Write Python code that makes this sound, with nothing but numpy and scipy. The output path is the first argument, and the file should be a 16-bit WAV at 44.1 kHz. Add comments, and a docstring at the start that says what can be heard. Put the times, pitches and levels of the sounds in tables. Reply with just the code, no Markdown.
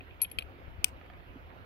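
"""First a soft metal knock is heard over light wind on the microphones and a distant outdoor wash.
More knocks and short rubs follow as a brass cartridge slides into a revolver chamber and rattles home;
each knock makes steel and brass ring, and each rub is a dense run of tiny clicks through the metal.
A soft thump on a wooden bench comes next, then a sharp snap as the cylinder turns one notch.
Last, fingers pick the next cartridge off the bench: light wooden taps with a clink, and one more thump."""
import sys
import numpy as np
from scipy import signal
from scipy.io import wavfile
from scipy.ndimage import uniform_filter1d

SR = 44100
rng = np.random.default_rng(int(sys.argv[2]) if len(sys.argv) > 2 else 0)


def dump_mix(stems):
    """Bounce the given channels to the path in sys.argv[1] as a 16-bit WAV at rate SR."""
    frames = np.atleast_2d(stems).T  # one column per channel
    limited = np.clip(frames, -1, 1)  # hard clip at full scale
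    pcm = np.round(limited * 32767).astype(np.int16)
    wavfile.write(sys.argv[1], SR, pcm)


N = 72765  # length in samples, 1.65 s

GUN_LAG_MS = 0.5014  # the right microphone hears the gun later
REST_T60 = 0.18  # s, fade of what is left of a ring after the touch
BASS_HOLD, FALL = 0.11, 1.05  # low modes are damped later; shape of the fall
TICK_T60, TICK_LOW_HZ, TICK_HIGH_HZ = 0.01, 3680, 14800  # s, Hz, Hz


def gain_of(db):
    """Turns decibels into a plain multiplier."""
    return 10 ** (np.asarray(db) / 20)


def evened(x):
    """Scales a signal to an average (RMS) strength of one."""
    return x / np.sqrt(np.mean(x ** 2) + 1e-20)


def read(points, hz):
    """Reads a curve between its points, along a logarithmic pitch scale."""
    f, value = np.transpose(points)
    return np.interp(np.log(hz + 1), np.log(f + 1), value)


def add(mix, s, sound):
    """Adds a sound to the mix at time s, cut off at the end of the scene."""
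    part = mix[:, round(s * SR):][:, :sound.shape[1]]
    part += sound[:, :part.shape[1]]


def shape(t, rise_ms, t60):
    """Soft rise, then exponential decay that loses 60 dB in t60 seconds."""
    t = np.maximum(t, 0)
    rise = 1 - np.exp(-(t * 1000 / max(rise_ms, 0.05)) ** 2)
    return rise * gain_of(-60 * t / t60)


def ring(modes, rise_ms, free_ms=60.0, rest_db=0.0, lag_ms=0.0, detune=0.0):
    """Struck modes at both microphones: each rings freely, then a touch damps it to a small rest."""
    t = np.arange(SR // 6) / SR
    out = np.zeros((2, len(t)))
    chances = rng.random((len(modes), 2))
    for (hz, db, t60, side_db), (phase, shift) in zip(modes, chances):
        f = hz * (1 + detune * (2 * shift - 1))
        for ch in (0, 1):  # left, right
            u = t - ch * lag_ms / 1000
            # free_ms holds at 5000 Hz, where BASS_HOLD changes nothing
            progress = np.maximum(u, 0) * 1000 / free_ms * (hz / 5000) ** BASS_HOLD
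            rest = gain_of(rest_db - 60 * u / REST_T60)
            touch = np.maximum(1 - progress ** FALL, rest)
            tone = np.sin(2 * np.pi * (f * u + phase))
            out[ch] += gain_of(db - ch * side_db) * touch * shape(u, rise_ms, t60) * tone
    return out


def tick(rise_ms, t60, side_db):
    """Wide scrape of metal on metal at contact: a short burst of band-passed noise."""
    t = np.arange(SR // 6) / SR
    band = signal.butter(4, [TICK_LOW_HZ, TICK_HIGH_HZ], "bandpass", fs=SR, output="sos")
    hiss = evened(signal.sosfilt(band, rng.standard_normal((2, len(t)))))
    return hiss * shape(t, rise_ms, t60) * gain_of([[0], [-side_db]])


# how far the left side leads in the air noise: (f/Hz, phase lead/rad)
LEFT_LEAD = [(0, -0.5), (1030, 2.5), (2330, 4.02), (4220, 5.5), (4820, 4.5), (5340, 11), (8350, 5),
             (9390, 2.5), (10400, 8.5), (11800, 19.5), (13000, 24), (14000, 26), (15000, 27), (16700, 25)]


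def noise_pair(spectrum, same, side_db, patchy_db, size):
    """Two-channel noise from random short-time spectra with drifting louder and softer patches."""
    frames, hz = N // (size // 4) + 5, np.fft.rfftfreq(size, 1 / SR)
    a, b, c, d, patches = rng.standard_normal((frames, len(hz), 5)).T
    patches = uniform_filter1d(patches, size=10, axis=0)
    patches = evened(uniform_filter1d(patches, size=8, axis=1))
    same = np.clip(same(hz), -1, 1)[:, None]
    left = a + 1j * b
    delay = np.exp(-1j * np.interp(hz, *np.transpose(LEFT_LEAD)))[:, None]
    # the right side mixes the delayed left side with noise of its own
    right = same * delay * left + np.sqrt(1 - same ** 2) * (c + 1j * d)
    z = np.array([left, right])
    z *= gain_of(read(spectrum, hz)[:, None] + patchy_db * patches)
    z *= gain_of(np.array([0.5, -0.5])[:, None, None] * side_db(hz)[None, :, None])
    x = signal.istft(z, nperseg=size, noverlap=size * 3 // 4)[1][:, :N]
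    return x / np.sqrt(np.mean(x.mean(0) ** 2))


# tone colour of the distant air: (f/Hz, relative level per Hz/dB)
AIR_SPECTRUM = [(65, -33.5), (110, -1), (197, -15.5), (274, -5), (317, -9), (407, -6.5), (451, -13.5),
                (501, -7), (603, -12), (669, -9.5), (758, -10), (807, -15.5), (877, -12.5), (1170, -16),
                (1330, -15), (1740, -17.5), (2050, -17.5), (2800, -19), (4910, -38), (8250, -57.5),
                (12500, -39.5), (15700, -43)]
# how alike left and right are: (f/Hz, likeness from 0 to 1)
AIR_LIKENESS = [(30, .5), (100, .6), (200, 0.89), (500, 0.4), (1200, 0.65), (2500, 0.18), (4500, 0.31),
                (8000, .05)]
# balance of the air: (f/Hz, left minus right/dB)
AIR_BALANCE = [(60, -12), (130, 0.0), (290, -5), (640, -2), (1410, -8.5), (3100, -2), (6820, 9),
               (15000, -0.5)]
WASH_DB = -56.5


def wash():
    """Distant outdoor air as shaped noise, with the microphone's thin hiss on top."""
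    spectrum = list(AIR_SPECTRUM) + [(16100, -77)]
    air = noise_pair(spectrum, lambda f: read(AIR_LIKENESS, f), lambda f: read(AIR_BALANCE, f),
                     patchy_db=2.0, size=1024)
    return gain_of(WASH_DB) * air


# wind swelling and dropping: (t/s, level/dB, left minus right/dB)
GUSTS = [(0.0, -50.5, 9), (0.058, -56, -11), (0.09, -51.5, 0), (0.142, -51.5, -5), (0.188, -56.5, 9.5),
         (0.228, -60, -6), (0.252, -49.5, 0.5), (0.344, -59.5, -4), (0.38, -45, 9), (0.418, -57.5, 7),
         (0.44, -49.5, 15), (0.55, -56, 0), (0.62, -54.5, 7.0), (0.694, -46, 11), (0.734, -53, 10),
         (0.758, -49, 3.5), (0.794, -47, 15), (0.83, -53, 1.5), (0.96, -49, 8), (1.0, -57, -4),
         (1.034, -54.5, -2.5), (1.07, -54, 3), (1.23, -51, -5.5), (1.24, -62, -9), (1.3, -46, 0),
         (1.342, -56.5, -6), (1.47, -48.5, 1.5), (1.512, -58, -7), (1.626, -51, -2.5), (1.65, -61, 9)]
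# tone colour of the wind: (f/Hz, relative level per Hz/dB)
WIND_SPECTRUM = [(8.8, -52), (15, -11.5), (70, 11), (88, 8), (124, -7.5), (200, -8), (260, -50.5),
                 (440, -120)]
WIND_SAME = 0.5  # left-right likeness


def wind():
    """Lumpy low rumble of wind on the microphones, partly unrelated at the two ports."""
    s, db, side_db = np.transpose(GUSTS)
    t = np.arange(N) / SR
    x = noise_pair(WIND_SPECTRUM, lambda f: WIND_SAME + 0 * f, lambda f: 0 * f,
                   patchy_db=-0.5, size=4096)
    # level out the noise's own swells so that the gusts set the loudness
    x = x / np.sqrt(uniform_filter1d(x ** 2, size=1800, axis=1) + 0.071)
    balance = np.array([[0.5], [-0.5]]) * np.interp(t, s, side_db)
    return x * gain_of(np.interp(t, s, db) + balance)


# cartridge knocking against the chamber: (t/s, steel level/dB, added to its middle modes/dB,
# added to its upper modes/dB, brass level/dB, free ring of the brass/ms, tick level/dB, rise/ms)
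CHAMBER_KNOCKS = [(.0056, -36.5, -11, -26, -77, 5.7, -79, 2.1), (0.1089, -49.5, -4, -13, -85, 8, -82, 0.64),
                  (.2160, -39.5, 0, 12.5, -16.5, 37.7, -25.5, 0.65),
                  (0.2218, -43.5, -13, 12.5, -60, 8, -60.5, 1.0), (0.2315, -40.5, -10, 3, -65, 8, -41, 1.4),
                  (0.2466, -39, 2, -16, -61, 11, -56, 0.33), (0.2492, -38.5, 4, -1, -70, 5.6, -58.5, 1.25),
                  (0.2997, -70, -16, 3, -67, 8, -51, 0.88), (0.3144, -47, 1.5, 3.5, -33, 11, -46.5, 0.51),
                  (0.3862, -23, 2, 0.5, -37, 16.6, -33.5, 0.68),
                  (0.4223, -38, -6, -3.5, -55.5, 13.5, -52, 0.48)]
# steel frame and cylinder: (f/Hz, level/dB, t60/s, left minus right/dB)
STEEL_MODES = [(521, -20.5, .06, -4), (1318, -12, 0.026, -1.5), (2493, 5.5, 0.027, 1.5), (2790, -4, .04, 6),
               (3130, 4, .025, 13.5), (3433, -10.5, 0.017, -5.5), (4100, -11, 0.0264, 6),
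               (4446, -8, 0.036, 8.5), (4960, -14.5, 0.029, 8.5), (6660, -41.5, 0.018, 8.5),
               (8000, -20, 0.048, 9), (9600, -21.5, .02, 8)]
# pitches of the brass case: (f/Hz)
CASE_HZ = [11272, 11310, 11850, 12720, 13900]
# brass case, one row for each of those pitches: (level/dB, t60/s, left minus right/dB)
CASE_MODES = [(2, 0.45, 10.5), (-16, .15, 9), (-28.5, .05, -4), (-15, .12, 0.5), (-38, 0.032, -2.5)]
MIDDLE_HZ, UPPER_HZ = 2800, 3900  # middle and upper steel modes lie above these
STEEL_FREE_MS, STEEL_REST_DB, BRASS_REST_DB = 12.7, -16, -19
BRASS_SLOWER, BRASS_LAG_MS = 2, 1.169  # the case swells more slowly; later on the right
DETUNE = 0.005  # random shift of each steel mode's pitch per knock, up to this share either way


def loading(mix):
    """Each knock rings the steel and the brass case at their own pitches, with a short tick."""
    brass = [(hz, *row) for hz, row in zip(CASE_HZ, CASE_MODES)]
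    for s, steel_db, mid_db, up_db, brass_db, free_ms, tick_db, rise_ms in CHAMBER_KNOCKS:
        steel = []
        for hz, db, t60, side_db in STEEL_MODES:
            extra_db = up_db if hz > UPPER_HZ else mid_db if hz > MIDDLE_HZ else 0
            steel.append((hz, db + extra_db, t60, side_db))
        steel_ring = ring(steel, rise_ms, STEEL_FREE_MS, STEEL_REST_DB, GUN_LAG_MS, DETUNE)
        brass_ring = ring(brass, BRASS_SLOWER * rise_ms, free_ms, BRASS_REST_DB, BRASS_LAG_MS)
        contact = tick(rise_ms, TICK_T60, side_db=8)
        add(mix, s, gain_of(steel_db) * steel_ring + gain_of(brass_db) * brass_ring
            + gain_of(tick_db) * contact)


# metal rubbing on metal: (t/s, length/s, level/dB, part: 0 steel frame or 1 pawl)
METAL_RUBS = [(0.202, 0.036, -48, 0), (.217, 0.058, -53.5, 0), (0.3903, 0.041, -45, 0),
              (0.851, 0.057, -47.5, 1)]
RUB_FADE_DB, RUB_TILT_DB = -10, -4  # over one rub; per octave, soft grit rings less treble
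GRITS_PER_S, GRIT_SPREAD_DB = 4500, 4.0  # average click rate; how unequal the clicks are


def rubbing(mix):
    """Dense tiny random clicks, each setting the same metal parts ringing very briefly."""
    for s, length, db, part in METAL_RUBS:
        t = np.arange(SR // 15) / SR
        hit, size, sign = rng.random((len(t), 3)).T
        strength = gain_of(-GRIT_SPREAD_DB * np.log(size + 1e-3))
        grit = (hit < GRITS_PER_S / SR) * strength * np.sign(sign - 0.5)
        metal = PAWL_MODES if part > 0.5 else STEEL_MODES
        modes = [(hz, d + RUB_TILT_DB * np.log2(hz / 2500), *rest) for hz, d, *rest in metal]
        body = ring(modes, 0.25, free_ms=2.4, rest_db=-39, lag_ms=GUN_LAG_MS)[:, :SR // 40]
        body = body / np.linalg.norm(body[0])
        swell = np.sin(np.pi * np.clip(t / length, 0, 1) ** 0.44) * gain_of(RUB_FADE_DB * t / length)
        rub = signal.fftconvolve((evened(grit) * swell)[None], body, axes=1)
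        add(mix, s, gain_of(db) * rub)


# soft hand thumps on the bench: (t/s, level/dB, f/Hz, t60/s)
HAND_THUMPS = [(1.357, -37, 261.5, 0.063), (0.6, -51, 300, 0.055)]


def thumps(mix):
    """A soft hand on the bench: one low mode that swells gently and dies away."""
    for s, db, hz, t60 in HAND_THUMPS:
        add(mix, s, gain_of(db) * ring([(hz, 0, t60, -2.0)], 1.4))


# pawl snapping into a notch of the cylinder, then settling: (t/s, level/dB, rise/ms, free ring/ms)
PAWL_SNAPS = [(0.8427, -1.5, 1.03, 4.8), (.8478, -27, .6, 3.4), (0.8819, -42, .6, 4.15)]
# what the snap rings: (f/Hz, level/dB, t60/s, left minus right/dB)
PAWL_MODES = [(980, -31, .03, -9), (1493, -30, 0.021, -6), (2500, -7, 0.036, 5), (2993, -10, 0.09, 5.5),
              (3450, -16.5, 0.039, 9.5), (4010, -17, 0.02016, 12.5), (4500, -30.5, 0.016, 17),
              (5080, -3, 0.0071, 19), (5650, -18.5, 0.016, 14), (5880, -12.5, 0.026, 20),
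              (7780, -34.5, .02, 15), (8500, -1.5, .03, 25), (9026, -8.5, 0.033, 13),
              (10000, -11.5, 0.017, 14.5), (10560, -19, .02, 10), (11578, -19, 0.01, 1.5),
              (14100, -10.5, .02, 19), (14450, -11, 0.0195, 8.5), (15500, -26, 0.013, 10)]
PAWL_REST_DB = -24
SNAP_TICK_DB, SNAP_TICK_T60 = -6, 0.012  # dB against the snap, s
SCATTER_DB, SCATTER_T60 = -46, 0.14  # dB against the snap, s


def ratchet(mix):
    """The pawl snaps home and is soon damped; hands and bench throw back a diffuse hiss."""
    for s, db, rise_ms, free_ms in PAWL_SNAPS:
        snap = ring(PAWL_MODES, rise_ms, free_ms, PAWL_REST_DB, GUN_LAG_MS)
        contact = gain_of(SNAP_TICK_DB) * tick(rise_ms, SNAP_TICK_T60, side_db=13.5)
        scatter = gain_of(SCATTER_DB) * tick(7.3, SCATTER_T60, side_db=6)
        add(mix, s, gain_of(db) * (snap + contact + scatter))


# cartridges and fingers touching the bench:
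# (t/s, level/dB, brass clink level against the touch/dB, left minus right/dB)
BENCH_TOUCHES = [(1.0131, -52.5, -32, -7.5), (1.0619, -48.5, -11.5, 8), (1.0999, -51.5, -33, -8.5),
                 (1.136, -48.5, -17, 8.5), (1.1731, -53, -23, 13), (1.205, -52.5, -27.5, 8),
                 (1.503, -57, -26, -5)]
# bench board: (f/Hz, level/dB, t60/s)
BOARD_MODES = [(716, -1.5, 0.045), (1210, -4.5, 0.051), (1736, -6.5, 0.061), (2290, 4.5, 0.0083),
               (3420, -8, 0.012), (4500, -17, 0.014)]


def bench(mix):
    """Light taps ring the board's wooden modes, with a noisy clink of brass."""
    for s, db, clink_db, side_db in BENCH_TOUCHES:
        wood = ring([(*row, side_db) for row in BOARD_MODES], 0.3, detune=0.055)
        clink = gain_of(clink_db) * tick(0.96, TICK_T60, side_db)
        add(mix, s, gain_of(db) * (wood + clink))


def scene():
    """Lays the handling sounds over the wash and the wind."""
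    mix = wash() + wind()
    for source in (loading, rubbing, thumps, ratchet, bench):
        source(mix)
    return mix


EDGE_HZ = 17050  # upper limit of the sound


def record(dry):
    """A steep low-pass filter takes away the topmost treble."""
    low_pass = signal.firwin(511, EDGE_HZ, window=("kaiser", 9), fs=SR)
    return signal.oaconvolve(dry, low_pass[None], "same")


dry = scene()
out = record(dry)
dump_mix(out)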